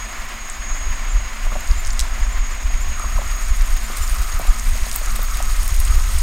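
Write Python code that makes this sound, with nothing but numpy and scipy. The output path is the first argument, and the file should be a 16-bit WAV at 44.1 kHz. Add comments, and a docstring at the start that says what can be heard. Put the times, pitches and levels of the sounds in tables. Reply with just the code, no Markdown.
"""Sugar syrup boils in a frying pan: small bubbles sizzle as dense short pings and larger ones snap.
Chopsticks stir a cube of butter round it; the sizzle thickens as the butter melts.
The strokes rub the pan as resonant, juddering noise and squeeze out soft plops of sagging pitch.
Beneath, a portable gas stove roars as coloured noise, hums in narrow bands and whistles at its jet.
Hot air buffets the microphone: swelling low-frequency noise makes the rumble and thumps."""
import sys
import numpy as np
from scipy import signal
from scipy.fft import rfft, irfft, next_fast_len
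from scipy.io import wavfile
from scipy.ndimage import uniform_filter1d

SR = 44100
rng = np.random.default_rng(int(sys.argv[2]) if len(sys.argv) > 2 else 0)


def waveform_to_disk(signal):
    """Save audio, clipped to [-1, 1], as 16-bit WAV at the path in sys.argv[1]."""
    frames = np.transpose(np.atleast_2d(signal))
    scaled = np.clip(frames, -1, 1) * 32767
    samples = np.round(scaled).astype(np.int16)
    wavfile.write(sys.argv[1], SR, samples)


N = 274302
PADDED = next_fast_len(N, True)
TIME, HZ = np.arange(N) / SR, np.fft.rfftfreq(PADDED, 1 / SR)

# Frying flares as the cold butter lands, then grows as water leaves it: t/s, relative level/dB
FRYING_LEVEL = [(0, -51), (1.1, -53), (1.8, -46), (2.5, -51.5), (3.1, -44), (3.8, -41), (4.05, -38),
                (4.55, -39.5), (5.3, -37.5), (6.22, -37)]
# Spectrum of the sizzle: f/Hz, relative level/dB
SIZZLE_SPECTRUM = [(800, -44), (2500, -6.5), (4000, -3), (5200, -1), (7500, -2.5), (8900, 1.5),
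                   (10800, -8.5), (12500, -4.5), (14200, -5), (15700, -14)]
# Bursts of larger bubbles: t/s, relative level over one millisecond/dB, centre f/Hz, spread/octave
LARGE_BUBBLES = [(.4993, -18, 7350, 0.14), (1.6065, -30, 12400, .15), (1.6745, -25, 6900, .2),
                 (1.713, -24.5, 5000, .11), (1.8498, -23, 5860, .25), (1.8627, -24, 6500, 0.41),
                 (1.871, -22, 7150, .28), (1.877, -25, 7000, .33), (1.9053, -20, 5600, .21),
                 (1.9331, -25, 7500, .35), (1.9938, -10.5, 6160, 0.43), (2.001, -19, 5200, 0.45),
                 (2.0025, -16, 5700, .45), (2.0102, -16, 6600, .28), (2.996, -24, 8300, .28),
                 (3.767, -25, 12000, .25), (3.984, -22, 11500, 0.47), (4.096, -22, 8950, 0.079),
                 (4.1445, -25, 13300, .1), (4.2198, -24, 13500, .25), (4.392, -23, 12400, .2),
                 (4.597, -19, 6760, 0.18), (4.9145, -17, 6500, .38), (4.9285, -21, 9000, .3),
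                 (4.956, -20, 8000, .34), (4.9608, -13.5, 8840, .2), (4.961, -9, 14600, .13),
                 (5.0608, -20, 6460, 0.13), (5.231, -19, 14200, .18), (5.3719, -19, 9000, 0.74),
                 (5.426, -18.5, 7160, 0.22), (5.632, -26, 10600, 0.19), (5.679, -15.5, 10500, 0.52),
                 (5.764, -22, 8600, .48), (5.8022, -14.5, 10900, .22), (5.8514, -18, 7900, 0.16),
                 (6.1864, -17, 8800, 0.11)]
# Response of the pan's wall to a snap: f/Hz, gain/dB
PAN_WALL_RESPONSE = [(2000, 9.5), (5000, -2), (7000, -3.5), (8800, -1), (10800, -7.5), (12500, -1.5),
                     (14500, -6), (16000, 0)]
# Steam pockets in the stirred syrup: t/s, relative peak level/dB, first f/Hz, limiting f/Hz, time scale/s
STEAM_POCKETS = [(1.466, -24.5, 716, 660, 0.003), (1.519, -19, 1160, 990, 0.0014),
                 (1.525, -26, 716, 620, .0027), (1.555, -19.5, 774, 484, 0.0022),
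                 (1.56, -21.5, 670, 585, .004), (2.702, -29, 785, 700, 0.0038),
                 (2.998, -22, 1320, 1230, .0037), (3.04, -27, 720, 640, 0.0031),
                 (3.044, -24, 1200, 990, 0.0069), (3.178, -23, 1200, 850, 0.0047),
                 (3.187, -22.5, 760, 450, 0.0059), (3.217, -22.5, 1090, 700, .0013),
                 (3.901, -22, 520, 280, 0.0013), (4.397, -17, 730, 600, 0.0015),
                 (4.413, -24, 750, 650, 0.0021), (4.451, -27.5, 720, 600, 0.0028),
                 (4.48, -28, 766, 726, 0.0041), (4.755, -27, 630, 564, 0.0022),
                 (4.866, -24.5, 680, 620, 0.0017), (5.015, -23, 730, 560, 0.0021),
                 (5.192, -21.5, 730, 450, 0.002), (5.403, -20, 850, 524, 0.0033)]
# Spectrum of the wet splash round a plop: f/Hz, relative level/dB
SPLASH_SPECTRUM = [(100, 4), (240, 2), (450, -11), (700, -2), (1200, -2), (2500, -24), (5000, -32)]
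# Strokes that rub the butter over the pan's bottom: start t/s, length/s, relative level/dB
STIRRING_STROKES = [(2.95, 0.48, -38), (3.874, 0.65, -37), (4.986, 0.51, -35.5), (5.85, 0.14, -37)]
# Resonances of the rubbed pan: f/Hz, width/Hz, relative level/dB
RUB_RESONANCES = [(268, 690, -16.5), (1246, 94, -1), (1420, 270, -6.5)]
# Spectrum of the flame: f/Hz, relative level/dB
FLAME_SPECTRUM = [(100, 0.5), (160, -9), (250, -7.5), (440, -12.5), (700, -1), (860, -5.5), (1030, 1.8),
                  (1500, -1), (2100, 0.94), (2450, -2.4), (3100, -7.5), (4500, -12.5), (6500, -13.5),
                  (9000, -20), (10500, -24), (16000, -25)]
# Roar of the flame before flutter: t/s, level/dB
FLAME_LEVEL = [(0, -33.5), (6.22, -35)]
# Narrow bands of the stove, low hums and jet whistles: f/Hz, width/Hz, level/dB
STOVE_BANDS = [(221, 6.9, -50), (266.7, 11, -57), (371, 34, -58), (5005, 41, -55), (6590, 48, -49),
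               (6200, 19, -66), (6820, 18, -54), (7190, 61, -48), (8000, 49, -61.5), (8340, 50, -54)]
# Main whistle of the gas jet before sway and dips: t/s, level/dB
JET_LEVEL = [(0, -37.5), (.25, -46), (.68, -35), (1.3, -40.5), (1.85, -42), (3.35, -36.5), (3.7, -41.5),
             (6.22, -40.5)]
# Brief slips of the jet into its upper whistle: t/s, peak level/dB
JET_SLIPS = [(1.12, -34), (1.79, -38), (1.915, -34.5), (2.33, -37), (2.392, -41), (2.52, -38), (2.82, -38),
             (3.65, -36), (3.852, -36), (4.035, -33), (4.484, -37), (5.69, -40)]
# Air flow between puffs: t/s, large-eddy relative level/dB, small-eddy relative level/dB
AIR_FLOW = [(0, -28.5, -61), (.62, -24.5, -46), (.88, -22, -41), (1.38, -22, -54), (1.7, -21, -34.5),
            (2.2, -18.5, -43), (2.9, -19.5, -31.5), (3.6, -18.5, -36.5), (5.3, -19, -41),
            (5.85, -11.5, -22), (6.22, -11, -20.5)]
# Puffs of hot air: t/s, relative level/dB, relative length/s, small eddies relative to large/dB
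AIR_PUFFS = [(0.716, -13, 0.032, -28), (0.894, -13.5, 0.088, -14), (1.163, -10, 0.08, -20),
             (1.466, -11.5, 0.078, -23), (1.708, -8, 0.042, -12), (1.88, -11.5, 0.062, -21),
             (1.993, -11, 0.086, -20), (2.218, -8, 0.032, -19), (2.39, -13, 0.064, -23),
             (2.656, -7.5, 0.028, -14), (2.747, -11.5, 0.034, -25), (2.889, -16, 0.038, -7),
             (3.162, -16, 0.04, -5), (3.316, -14, 0.082, -12.5), (3.513, -6.5, 0.028, -19),
             (3.613, -6, 0.042, -33), (3.734, -11, 0.085, -30), (4.008, -12, 0.043, -8),
             (4.12, -7.5, 0.023, -19), (4.198, -12, .05, -20), (4.354, -6.5, 0.021, -12),
             (4.492, -3.5, 0.03, -26), (4.706, -11.5, 0.093, -12), (4.828, -10.5, 0.019, -17),
             (5.243, -10, 0.027, -33), (5.363, -15, 0.046, -10), (5.482, -12, 0.1, -34),
             (5.563, -18, 0.03, -23), (5.727, -9, 0.018, -10), (5.802, -4.5, 0.035, -17),
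             (6.166, -11.5, 0.034, -6)]
# Spectrum of the large eddies: f/Hz, relative level/dB
LARGE_EDDY_SPECTRUM = [(8, -13), (18, 2), (27, 6), (39, -1), (50, -6), (63, -21.5), (80, -35.5), (125, -43),
                       (400, -100)]
# Spectrum of the small eddies: f/Hz, relative level/dB
SMALL_EDDY_SPECTRUM = [(40, -14), (58, 6), (68, 7.5), (80, -5), (100, -14.5), (125, -26), (180, -39),
                       (400, -57)]


def sizzle(sparse_per_s=1200, dense_per_s=8000, spread_db=5.5, cycles=2.9, clump_db=2.0, clump_hz=45, hiss_db=-2):
    """Superposition of damped oscillations: tiny steam bubbles burst more often in harder frying."""
    frying = level(FRYING_LEVEL)
    per_s = sparse_per_s + dense_per_s * frying / frying.max()
    bursts = rng.random(N) < per_s / SR
    strength = np.minimum(rng.exponential(1, N), 4.5)
    sign = rng.choice([-1, 1], N)
    pitches = np.geomspace(2000, 15500, 32)
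    which = rng.choice(len(pitches), N, p=pitches / pitches.sum())  # higher pitches are likelier
    t = TIME[:256]
    pings = np.zeros(N + len(t))
    for k, hz in enumerate(pitches):
        at = np.flatnonzero(bursts & (which == k))
        ping = unit(np.sin(2 * np.pi * hz * t) * np.exp(-t * hz / cycles))
        # dividing by the root of the rate leaves the level to the frying curve
        sizes = sign[at] * amp(spread_db * strength[at]) / np.sqrt(per_s[at])
        places = at[:, None] + np.arange(len(t))
        pings += np.bincount(places.ravel(), np.outer(sizes, ping).ravel(), len(pings))
    grains = unit(colour(pings[:N], SIZZLE_SPECTRUM))
    hiss = unit(colour(noise(), SIZZLE_SPECTRUM))
    return frying * amp(clump_db * drift(clump_hz)) * (grains + amp(hiss_db) * hiss)


def snaps(snap_db=1, spray_db=-5, spray_s=0.0018, spray_rise_s=0.00088, skirt_db=-29):
    """Impulse response of a bubble wall: a tear gives a sharp ringing crack and a short spit of steam."""
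    out, t, hz = np.zeros(N), TIME[:2048], np.fft.rfftfreq(2048, 1 / SR)
    # fainter bubbles burst by chance, 2.5 per second
    faint = [(s, db, 12000, 0.2) for s, db in by_chance(2.5, -37)]
    for s, db, centre_hz, octaves in LARGE_BUBBLES + faint:
        away = np.log2((hz + 1) / centre_hz)
        peak = np.exp(-(away / (2 * octaves)) ** 2)
        band = peak + amp(skirt_db) / (1 + (away / 2) ** 2)
        # minimum phase: the ring starts at once, then dies away
        log_gain = np.log(np.r_[band, band[-2:0:-1]])
        ring = np.fft.ifft(np.exp(np.conj(signal.hilbert(log_gain)))).real
        spray = rng.standard_normal(len(t)) * np.exp(-t / spray_s) * (1 - np.exp(-t / spray_rise_s))
        spit = irfft(rfft(spray) * rfft(ring))
        crack = unit(ring) + amp(spray_db) * unit(spit)
        one_ms = SR / 1000  # samples over which the energy is reckoned
        add(out, s, amp(db + snap_db) * crack * np.sqrt(one_ms / np.sum(crack ** 2)))
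    return out


def plops(plop_db=-1.5, sag=0.89, splash_db=-11, splash_s=0.0088):
    """Cavity oscillation: each pocket's pitch sags as it swells, and the syrup splashes shut."""
    rings, splashes, t = np.zeros(N), np.zeros(N), TIME[:3000]
    for s, db, first_hz, last_hz, length in STEAM_POCKETS:
        age = t / length
        hz = last_hz + (first_hz - last_hz) * np.exp(-sag * age)
        swell = 2 * age * np.exp(1 - 2 * age)  # peaks at half the time scale
        add(rings, s, amp(db) * swell * np.sin(2 * np.pi * np.cumsum(hz) / SR))
        add(splashes, s, amp(db) * np.exp(-t / splash_s) * (1 - np.exp(-10 * age)))
    wet_noise = unit(colour(noise(), SPLASH_SPECTRUM))
    return amp(plop_db) * rings + amp(splash_db) * splashes * wet_noise


def stirring(rub_db=-1, judder_db=3, judder_hz=71, attack_s=0.032, release_s=0.15, ease_db_per_s=3.5):
    """Friction-driven resonance: butter judders over the pan; a stroke bites, eases and lets go."""
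    pressure = np.zeros(N)
    for start, length, db in STIRRING_STROKES:
        age = np.maximum(TIME - start, 0)
        attack = np.minimum(age / attack_s, 1)
        release = np.exp(-np.maximum(age - length, 0) / release_s)
        pressure += amp(db - ease_db_per_s * age) * attack * release
    rub = sum(amp(db) * resonance(hz, width) for hz, width, db in RUB_RESONANCES)
    rub = rub * amp(judder_db * drift(judder_hz))
    return amp(rub_db) * pressure * unit(rub)


def kitchen(x, wet_db=-12, t60=0.2):
    """Reverberation: sparse decaying reflections from the pan wall, the counter and the room."""
    t = TIME[:12000]
    echoes = rng.standard_normal(len(t)) * (rng.random(len(t)) < .1) * (t > .002)
    tail = echoes * amp(-60 * t / t60)
    return x + amp(wet_db) * signal.fftconvolve(x, tail / np.linalg.norm(tail))[:N]


def flame(flutter_db=1.03, flutter_hz=30):
    """Combustion noise: the turbulent flame roars in a broad band and flutters."""
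    roar = unit(colour(noise(), FLAME_SPECTRUM))
    return level(FLAME_LEVEL) * amp(flutter_db * drift(flutter_hz)) * roar


def stove_tones():
    """Resonance of turbulence: noise confined to narrow bands is heard as hums and whistles."""
    return sum(amp(db) * resonance(hz, width) for hz, width, db in STOVE_BANDS)


def whistle(hz, waver_hz=12, waver_db=2.0):
    """Unsteady self-oscillation: a sine whose frequency and amplitude waver at random, rms 1."""
    phase = 2 * np.pi * np.cumsum(hz + waver_hz * drift(39.7)) / SR
    return unit(np.sin(phase) * amp(waver_db * drift(25.5)))


def gas_jet(main_hz=6640, upper_hz=7160, sway_db=1.4, sway_hz=5.1, slip_s=0.034, dip_db=7):
    """Mode competition: the upper whistle draws its energy from the main one in brief slips."""
    main, upper = whistle(main_hz), whistle(upper_hz)
    sway = unit(amp(sway_db * drift(sway_hz)))
    # fainter slips come by chance, 3 per second
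    slips = sum(amp(db) * bell(s, slip_s) for s, db in JET_SLIPS + by_chance(3, -44))
    dips = amp(-dip_db * slips / slips.max())
    return level(JET_LEVEL) * sway * dips * main + slips * upper


def draught(large_db=-1.8, small_db=-1.4, gust_db=2.5, gust_hz=11, large_lengths=1.32, small_lengths=1.43):
    """Turbulent pressure: large and small eddies ride on a gusty flow and swell with each hot puff."""
    flow = np.array(AIR_FLOW)
    gusts = amp(gust_db * drift(gust_hz))
    large_puffs = sum(amp(db) * bell(s, large_lengths * length) for s, db, length, _ in AIR_PUFFS)
    small_puffs = sum(amp(db + fine_db) * bell(s, small_lengths * length)
                      for s, db, length, fine_db in AIR_PUFFS)
    # flow and puffs add in power
    large = np.hypot(large_puffs, gusts * level(flow[:, [0, 1]]))
    small = np.hypot(small_puffs, gusts * level(flow[:, [0, 2]]))
    rumble = amp(large_db) * large * buffet(LARGE_EDDY_SPECTRUM)
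    return rumble + amp(small_db) * small * buffet(SMALL_EDDY_SPECTRUM)


def buffet(spectrum):
    """Low-frequency turbulence, its slow envelope evened out by its local power."""
    eddies = signal.hilbert(unit(colour(noise(), spectrum)), PADDED)[:N]
    power = uniform_filter1d(abs(eddies) ** 2, size=3600)
    return unit(eddies.real / np.sqrt(power + 0.037))


def amp(db):
    """Level law: decibels to amplitude gain."""
    return 10 ** (np.asarray(db) / 20)


def unit(x):
    """Normalisation to rms 1."""
    return x / np.sqrt(np.mean(x ** 2) + 1e-20)


def level(curve):
    """Interpolation of rows t/s, level/dB to a gain at every sample."""
    return amp(np.interp(TIME, *np.transpose(curve)))


def colour(x, spectrum):
    """Linear filtering by rows f/Hz, level/dB, interpolated over log frequency."""
    hz, db = np.transpose(spectrum)
    gains = amp(np.interp(np.log(HZ + 1), np.log(hz), db))
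    return irfft(rfft(x, PADDED) * gains, PADDED)[:N]


def noise():
    """White noise: independent Gaussian samples."""
    return rng.standard_normal(N)


def filtered_noise(gains):
    """Spectral shaping: noise with a given gain at each frequency, rms 1."""
    return unit(irfft(rfft(noise(), PADDED) * gains, PADDED)[:N])


def drift(rate_hz):
    """Low-pass noise: a random wander of rms 1, its amplitude halved at rate_hz."""
    return filtered_noise(1 / (1 + np.square(HZ / rate_hz) ** 2))


def resonance(hz, width):
    """Resonant filtering: turbulence in one steep resonance, about width Hz wide at half power, rms 1."""
    return filtered_noise(1 / (1 + ((HZ - hz) / (0.76 * width)) ** 2))


def bell(s, length):
    """Smooth envelope of height 1 round time s, down to a quarter half a length away."""
    return 1 / (1 + (2 * (TIME - s) / length) ** 2) ** 2


def by_chance(per_s, db, scatter_db=1.5):
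    """Poisson process: rows t/s, level/dB with exponential waiting times."""
    when, size = rng.random((100, 2)).T
    times = np.cumsum(-np.log(1 - when)) / per_s
    return [(s, db + scatter_db * (2 * u - 1)) for s, u in zip(times, size) if s < TIME[-1]]


def add(mix, s, sound):
    """Superposition: adds a sound to the mix in place from time s."""
    part = mix[max(round(s * SR), 0):][:len(sound)]
    part += sound[:len(part)]


def scene():
    """Superposition of the reverberant pan, the burner and the draught, in one channel."""
    pan = sizzle() + colour(snaps(), PAN_WALL_RESPONSE) + plops() + stirring()
    burner = flame() + stove_tones() + gas_jet()
    return (kitchen(pan) + burner + draught())[None]


def record(dry, edge_hz=15900):
    """Band limitation: clips at full scale, then low-passes at edge_hz."""
    low_pass = signal.firwin(401, edge_hz, window=("kaiser", 8), fs=SR)
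    return signal.oaconvolve(np.clip(dry, -1, 1), low_pass[None], "same")


dry = scene()
out = record(dry)
waveform_to_disk(out)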